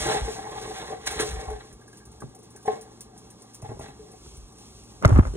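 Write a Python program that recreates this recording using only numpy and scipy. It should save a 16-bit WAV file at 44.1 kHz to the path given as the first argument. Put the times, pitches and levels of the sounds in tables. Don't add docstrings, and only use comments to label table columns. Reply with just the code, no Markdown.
import sys
import numpy as np
from scipy import signal
from scipy.fft import rfft, irfft
from scipy.io import wavfile

SR = 44100
rng = np.random.default_rng(int(sys.argv[2]) if len(sys.argv) > 2 else 0)


def generate_wav(signal):
    frames = np.transpose(np.atleast_2d(signal))
    scaled = np.clip(frames, -1, 1) * 32767
    pcm = np.round(scaled).astype(np.int16)
    wavfile.write(sys.argv[1], SR, pcm)


N = 236464

# pitch_hz, level_db, t60_s
PAN_MODES = [(227.6, -19.5, 0.18), (414.6, -7.5, 0.2), (439, 3, 0.12), (628, -12, 0.25),
             (705.5, -10.5, 0.17), (754, -2.5, 0.13), (817, -2, 0.13), (1071, -11.5, 0.14),
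             (1186, -25, 0.089), (1550, -13.5, 0.049), (1730, -15, 0.046), (1860, -11, 0.065),
             (2020, -6.5, 0.03), (2215, -14, 0.044)]
# pitch_hz, relative level_db per Hz
HISS_SPECTRUM = [(2000, -12), (4000, -4.5), (6000, 0.5), (7800, -5), (9300, -4), (11000, -12),
                 (13000, -36.5), (15000, -7), (16500, -10)]


def slide():
    # pitch_hz, relative level_db per Hz
    stove_top_spectrum = [(70, -28), (120, 9), (180, -18.5), (300, -2), (380, -7)]
    # pitch_hz, relative level_db per Hz
    grind_spectrum = [(90, -22), (150, -10), (300, -5), (600, 2.5), (1200, 5.5), (2000, 8.5), (2600, -2),
                      (4000, 7.5), (5500, -30), (9000, -50)]
    pan_rest_db = -58.5
    ring_gain, grind_gain, grit_gain = contact_levels()

    contacts = grains(1500, uneven_db=3.5) * from_db(2.6 * drift(20.5))
    pan = np.zeros(N)
    for k, (hz, db, t60) in enumerate(PAN_MODES):
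        waxing = from_db(2.5 * drift(9))
        pan += (-1) ** k * from_db(db) * ring(contacts * waxing, hz, 0.34 * t60)
    body = rms_one(pan) + from_db(-17.0) * colour(contacts, stove_top_spectrum)

    grind = colour(grains(4000, uneven_db=3.0), grind_spectrum) * from_db(3.1 * drift(39))
    grit = colour(grains(8600, uneven_db=3.5), HISS_SPECTRUM) * from_db(1.9 * drift(17))
    body_gain = np.hypot(ring_gain, from_db(pan_rest_db))
    return body_gain * body + grind_gain * grind + grit_gain * grit


def contact_levels():
    # time_s, ring_db, harshness_db
    drag_curve = [(0.0, -31, 4.5), (0.12, -25.5, -0.5), (0.23, -33.5, -2), (0.42, -37.5, -4),
                  (0.73, -38, -0.5), (0.8, -39, 4), (0.93, -37, -4), (0.99, -48.5, -6), (1.055, -40, -3),
                  (1.09, -34, 2), (1.26, -37.5, 4), (1.34, -42, 2), (1.52, -40, -7), (1.6, -47, -3),
                  (1.72, -52.5, -6), (1.82, -89, -21)]
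    # start_s, ring_db, harshness_db, t60_s
    scuff_table = [(1.075, -26, 9, 0.04), (1.2, -25.5, 7.5, 0.15), (2.662, -43.5, 4.5, 0.52),
                   (2.715, -33, -14, 0.3), (3.649, -42, -9.5, 0.46), (3.695, -42.5, -17, 0.3),
                   (3.818, -42.5, 1.5, .4), (3.89, -46.5, -8, 0.26)]
    scuff_rise_s = 0.011
    grind_db, grit_db = -7.5, -7

    drag_db, drag_harsh_db = in_time(drag_curve, outside=-120)
    start_s, level_db, scuff_harsh_db, t60 = np.transpose(scuff_table)[:, :, None]
    since = np.arange(N) / SR - start_s
    loss_db = np.where(since < 0, -20 * since / scuff_rise_s, 60 * since / t60)
    scuff_db = level_db - np.minimum(loss_db, 120)

    ring_db = np.vstack([drag_db, scuff_db])
    harsh_db = np.vstack([drag_harsh_db, scuff_harsh_db + 0 * since])
    layers = [ring_db, ring_db + grind_db + harsh_db, ring_db + grit_db + harsh_db]
    return [np.sqrt(np.sum(from_db(2 * db), axis=0)) for db in layers]


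def knocks():
    # start_s, level_db, low_modes_db, brightness_db per octave
    knock_table = [(0.161, -33, -8, -3.0), (0.28, -24, 6, 1), (1.073, -43, -18, 5), (1.204, -32, 13, 1.5),
                   (1.48, -23, -10, -21), (1.51, -31, 10, -8), (2.652, -27, -1.5, -19),
                   (2.6782, -9.5, 0, -8), (2.711, -39, -13, -32), (3.994, -54, 23.5, -6.0)]
    return strike(knock_table, PAN_MODES, spread_db=1.0)


def bumps():
    # start_s, level_db, low_modes_db, brightness_db per octave
    bump_table = [(2.2205, -38.5, 1, 2), (2.238, -40, 12, -4), (3.624, -33, -5, -2), (3.639, -37, -2, 3),
                  (3.691, -30, -7, -1), (3.703, -36, -6, -5), (3.716, -32, 2, -11), (3.771, -37.5, 1, -5),
                  (3.794, -29, -4.5, -2), (3.809, -28, -14, -2), (3.844, -43, -5, 3), (3.884, -38, 0, 9),
                  (4.26, -46, -2.5, -2)]
    # pitch_hz, level_db, t60_s
    counter_modes = [(136, 4, 0.17), (251, 3, 0.079), (420, 10, 0.022), (646, -2, 0.11), (827, -7.5, 0.25),
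                     (1010, -6, 0.049), (1370, -14.5, 0.054), (2000, -11, 0.035), (2600, -14, 0.022)]
    return strike(bump_table, counter_modes, spread_db=3.0)


def strike(blows, modes, spread_db):
    start_s, level_db, low_db, bright_db = np.transpose(blows)
    chance = rng.normal(0, spread_db, (len(start_s), len(modes)))
    out = np.zeros(N)
    for k, (hz, db, t60) in enumerate(modes):
        weight_db = low_db * (hz < 550) + bright_db * max(np.log2(hz / 900), 0)
        gains = from_db(level_db + db - 8.0 + weight_db + chance[:, k])
        out -= (-1) ** k * ring(clicks(start_s, gains), hz, t60)
    return out


def ticks():
    # start_s, level_db
    tick_table = [(1.064, -21.5), (1.11, -25.5), (1.205, -19.5), (1.3076, -32), (1.502, -37), (1.7262, -41),
                  (1.811, -50), (1.877, -43.5), (1.929, -46), (1.971, -40), (2.0535, -39.5), (2.117, -44),
                  (2.2032, -37.5), (2.2904, -51), (2.3493, -40), (2.3887, -46), (2.43, -44.5),
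                  (2.5039, -43.5), (2.5608, -37), (2.628, -44), (2.6586, -41), (2.811, -34.5),
                  (3.0072, -30), (3.177, -37.5), (3.3024, -37.5), (3.42, -39.5), (3.536, -40.5),
                  (3.545, -34.5), (3.6186, -37.5), (3.792, -37), (3.8778, -48), (4.1167, -41),
                  (4.3687, -40), (4.5223, -46), (4.5837, -42.5), (4.834, -43)]
    # pitch_hz, relative level_db per Hz
    tick_spectrum = [(1500, -20), (3500, -22.5), (6000, -4.5), (8000, -11), (9400, -0.5), (11500, -18.5),
                     (13000, -25), (15000, -7), (16500, -7)]
    # start_s, level_db
    ping_table = [(1.815, -59), (1.879, -58), (1.929, -53), (2.001, -53), (2.065, -63.5), (2.203, -53.5),
                  (2.562, -51.5)]
    tick_t60_s, ping_hz, ping_t60_s = 0.11, 1630, 0.12

    start_s, level_db = np.transpose(tick_table)
    envelope = dying(clicks(start_s, from_db(level_db - 7)), tick_t60_s)
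    snaps = colour(rng.standard_normal(N), tick_spectrum) * envelope

    start_s, level_db = np.transpose(ping_table)
    shiver = rms_one(ring(rng.standard_normal(N), ping_hz, 0.048))
    return snaps + shiver * dying(clicks(start_s, from_db(level_db)), ping_t60_s)


def grab():
    # start_s, body_db, snap_db
    crack_table = [(5.025, -21, -42), (5.049, 4, -51), (5.054, -8.5, -21.5), (5.078, -25, -37),
                   (5.093, -24, -39), (5.106, -28, -61), (5.152, -46, -45), (5.161, -13, -58),
                   (5.178, -46, -40), (5.187, -17, -42), (5.194, -12.5, -46), (5.236, -29, -65),
                   (5.253, -20, -65), (5.272, -31, -47), (5.338, -55, -49), (5.354, -51, -49)]
    # pitch_hz, level_db, t60_s
    case_modes = [(314, -30, 0.022), (634, 2.5, 0.024), (1290, 7.5, 0.011), (2047, -9, 0.044)]
    # start_s, level_db, pitch_hz, t60_s
    shove_table = [(5.055, 0, 108, 0.053), (5.074, -19.5, 68.2, 0.43), (5.117, -7, 106, 0.24),
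                   (5.148, -2.5, 66, 0.082), (5.176, -3.5, 59, 0.093), (5.189, 5.5, 220, 0.015),
                   (5.195, -2, 87.6, 0.059), (5.26, -20.5, 53.5, 0.17), (5.285, -23, 53.5, 0.25),
                   (5.338, -24.5, 405, 0.034), (5.353, -24, 420, 0.062)]
    # time_s, level_db
    rub_curve = [(5.018, -45), (5.028, -27.5), (5.1, -20), (5.135, -32.5), (5.16, -22.5), (5.2, -29),
                 (5.23, -41), (5.27, -36.5), (5.32, -51), (5.36, -42)]
    # pitch_hz, relative level_db per Hz
    skin_spectrum = [(120, -1), (250, 3), (600, -7.5), (1300, -8.5), (2200, -25.5), (3000, -30),
                     (5000, -47)]

    start_s, body_db, snap_db = np.transpose(crack_table)
    cracks = sum(ring(clicks(start_s, from_db(body_db + db - 9.5)), hz, t60) for hz, db, t60 in case_modes)
    envelope = dying(clicks(start_s, from_db(snap_db + 4.5)), 0.017)
    snaps = colour(rng.standard_normal(N), HISS_SPECTRUM) * envelope

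    (rub_db,) = in_time(rub_curve, outside=-120)
    pressure = from_db(rub_db + 4.34 * drift(37))
    rub = np.array([colour(grains(4000, uneven_db=3.5), skin_spectrum) * pressure for port in range(2)])
    return cracks + thumps(shove_table), snaps, rub


def booms():
    # start_s, level_db, pitch_hz, t60_s
    boom_table = [(0.009, -28.5, 62.5, 0.1), (0.215, -20.5, 56, 0.2), (1.285, -30, 62, 0.078),
                  (1.331, -26, 65.3, 0.11), (1.367, -29, 60, 0.18), (1.474, -27.5, 62, 0.22),
                  (1.517, -32, 54, 0.27), (3.629, -33.5, 105, 0.16), (3.688, -35, 114, 0.26),
                  (4.374, -35.5, 59.2, 0.21), (4.429, -34, 47.5, 0.11)]
    return thumps(boom_table)


def thumps(rows):
    out = sum(ring(clicks([s], -from_db(db + 3.0)), hz, t60) for s, db, hz, t60 in rows)
    return signal.sosfilt(signal.butter(2, 400, fs=SR, output="sos"), out)


def pops():
    # start_s, level_db
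    pop_table = [(1.333, -42), (1.469, -53), (1.503, -45), (2.2196, -39), (3.7, -53), (4.26, -53.5)]
    drop_hz, end_hz, fall_s, t60_s = 1554, 109.4, 0.01203, 0.15

    t = np.arange(SR // 5) / SR
    hz = end_hz + drop_hz / (1 + t / fall_s) ** 3.62
    pop = np.sin(2 * np.pi * np.cumsum(hz) / SR) * from_db(-60 * t / t60_s)

    start_s, level_db = np.transpose(pop_table)
    path_s = rng.random((len(start_s), 5)) ** 1.5 * 0.01205
    direct = clicks(start_s, from_db(level_db))
    late = clicks((start_s[:, None] + path_s).ravel(), -np.repeat(from_db(level_db - 2.0), 5))
    return signal.fftconvolve(direct + late, pop)[:N]


def background():
    # pitch_hz, relative level_db per Hz
    room_tone_spectrum = [(100, -8.5), (200, 4), (330, -2.5), (450, -3.5), (650, -13), (820, -12.5),
                          (1200, -13.5), (2500, -35), (4500, -21), (6000, -96)]
    # pitch_hz, relative level_db per Hz
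    rumble_spectrum = [(25, -23), (40, -4.5), (60, 0.5), (100, -10.5), (160, -9.5), (260, -66)]
    # time_s, level_db
    rumble_curve = [(0.0, -39), (0.4, -51.5), (1.2, -46), (1.34, -41), (1.5, -54), (2.6, -57), (3.42, -67),
                    (3.82, -44), (4.08, -57), (4.3, -55), (5.05, -54.5), (5.19, -38), (5.36, -43)]
    # time_s, level_db
    rustle_curve = [(0.0, -69), (0.33, -43), (0.5, -68), (1.2, -45.5), (1.46, -59), (2.6, -60.5),
                    (3.4, -60), (4.08, -55.5), (4.3, -52), (5.36, -51.5)]
    room_tone_db, hum_hz, hum_db = -53, 116.4, -58

    (rumble_db,), (rustle_db,) = in_time(rumble_curve), in_time(rustle_curve)
    tone = from_db(room_tone_db + 0.4 * drift(4.6)) * colour(rng.standard_normal(N), room_tone_spectrum)
    hum_wave = np.sqrt(2) * np.sin(2 * np.pi * hum_hz * np.arange(N) / SR)
    hum = from_db(hum_db + 0.5 * drift(2.3)) * hum_wave
    rumble = from_db(rumble_db + 3.6 * drift(5.0)) * colour(rng.standard_normal(N), rumble_spectrum)
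    rustle = from_db(rustle_db + 2.23 * drift(5.2)) * colour(rng.standard_normal(N), HISS_SPECTRUM)
    return tone + hum + rumble + rustle


def at_ports(x, lag_s):
    # pitch_hz, level_db
    left_balance = [(100, -0.5), (250, -1), (500, -0.5), (1000, 2), (2500, -2), (5000, -1.5)]
    hz = np.arange(N // 2 + 1) * SR / N
    delay = np.exp(-2j * np.pi * hz * lag_s)
    left = irfft(rfft(x) * delay * from_db(across(left_balance, 0)), N)
    return np.array([left, x])


def near_echoes(x):
    # pitch_hz, level_db
    scatter_curve = [(300, -9.5), (800, -3.5), (1800, -2.5), (2800, 0.5), (4200, -6.5)]
    scatter_t60_s = 0.045
    fall = from_db(-60 * np.arange(N) / SR / scatter_t60_s)
    responses = rfft(rng.standard_normal((2, N)) * fall)
    phases = responses / np.abs(responses)
    return irfft(rfft(x) * phases * from_db(across(scatter_curve, -63)), N)


def kitchen(x):
    t60_s, wall_cut_hz = 0.36, 1850
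    out = np.zeros((2, N))
    dull = np.exp(-2 * np.pi * wall_cut_hz / SR)
    lags = (rng.uniform(.010, .030, 12) * SR).astype(int)
    for k, lag in enumerate(lags):
        loop, state = x.copy(), [0.]
        gain = from_db(-60 * lag / SR / t60_s)
        for i in range(lag, N, lag):
            back, state = signal.lfilter([gain * (1 - dull)], [1, -dull], loop[i - lag:i], zi=state)
            loop[i:i + lag] += back[:N - i]
        out[k % 2] += (loop - x) * (-1) ** (k // 2)
    return out


def from_db(db):
    return 10 ** (np.asarray(db) / 20)


def rms_one(x):
    return x / np.sqrt(np.mean(x ** 2) + 1e-20)


def in_time(rows, outside=None):
    s, *columns = np.transpose(rows)
    return [np.interp(np.arange(N) / SR, s, c, outside, outside) for c in columns]


def across(points, outside):
    hz, db = np.transpose(points)
    grid_hz = np.arange(1, N // 2 + 2) * SR / N
    return np.interp(np.log(grid_hz), np.log(hz), db, outside, outside)


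def colour(x, spectrum):
    return rms_one(irfft(rfft(x) * from_db(across(spectrum, -90)), N))


def drift(rate_hz):
    r = np.exp(-80 * np.pi * rate_hz / SR)
    noise = rng.standard_normal(N // 40 + 2002)
    slow = signal.lfilter([1], [1, -2 * r, r * r], noise)[2000:]
    return np.interp(np.arange(N) / 40, np.arange(len(slow)), rms_one(slow))


def grains(per_s, uneven_db):
    sizes = from_db(uneven_db * np.minimum(rng.exponential(1, N), 4)) * rng.choice([-1, 1], N)
    return rms_one(sizes * (rng.random(N) < per_s / SR))


def clicks(times, gains):
    out = np.zeros(N)
    np.add.at(out, np.round(np.asarray(times) * SR).astype(int), gains)
    return out


def ring(x, hz, t60):
    r, w = from_db(-60 / (t60 * SR)), 2 * np.pi * hz / SR
    return signal.lfilter([0, np.sin(w)], [1, -2 * r * np.cos(w), r * r], x + 1e-18)


def dying(x, t60):
    return signal.lfilter([1], [1, -from_db(-60 / (t60 * SR))], x + 1e-18)


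def scene():
    left_lag_s = 0.00011
    body_lag_s, pop_lag_s = 0.00081, 0.0029
    kitchen_low_hz = 243

    held, snaps, rub = grab()
    air = slide() + knocks() + bumps() + ticks() + background()

    slowness = np.sqrt(100 / np.linspace(1, SR / 2, N // 2 + 1))
    body = at_ports(booms() + held, body_lag_s * slowness) + at_ports(pops(), pop_lag_s * slowness)

    no_bass = signal.butter(2, kitchen_low_hz, "high", fs=SR, output="sos")
    walls = kitchen(signal.sosfilt(no_bass, air))
    return at_ports(air + snaps, left_lag_s) + body + rub + from_db(-14) * walls + near_echoes(air)


def record(dry):
    cutoff_hz = 16400
    rounded = 1.062 * np.tanh(dry / 1.253)
    no_deep_bass = signal.sosfilt(signal.butter(3, 40, "high", fs=SR, output="sos"), rounded)
    return signal.sosfilt(signal.cheby2(12, 70, cutoff_hz, fs=SR, output="sos"), no_deep_bass)


dry = scene()
out = record(dry)
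generate_wav(out)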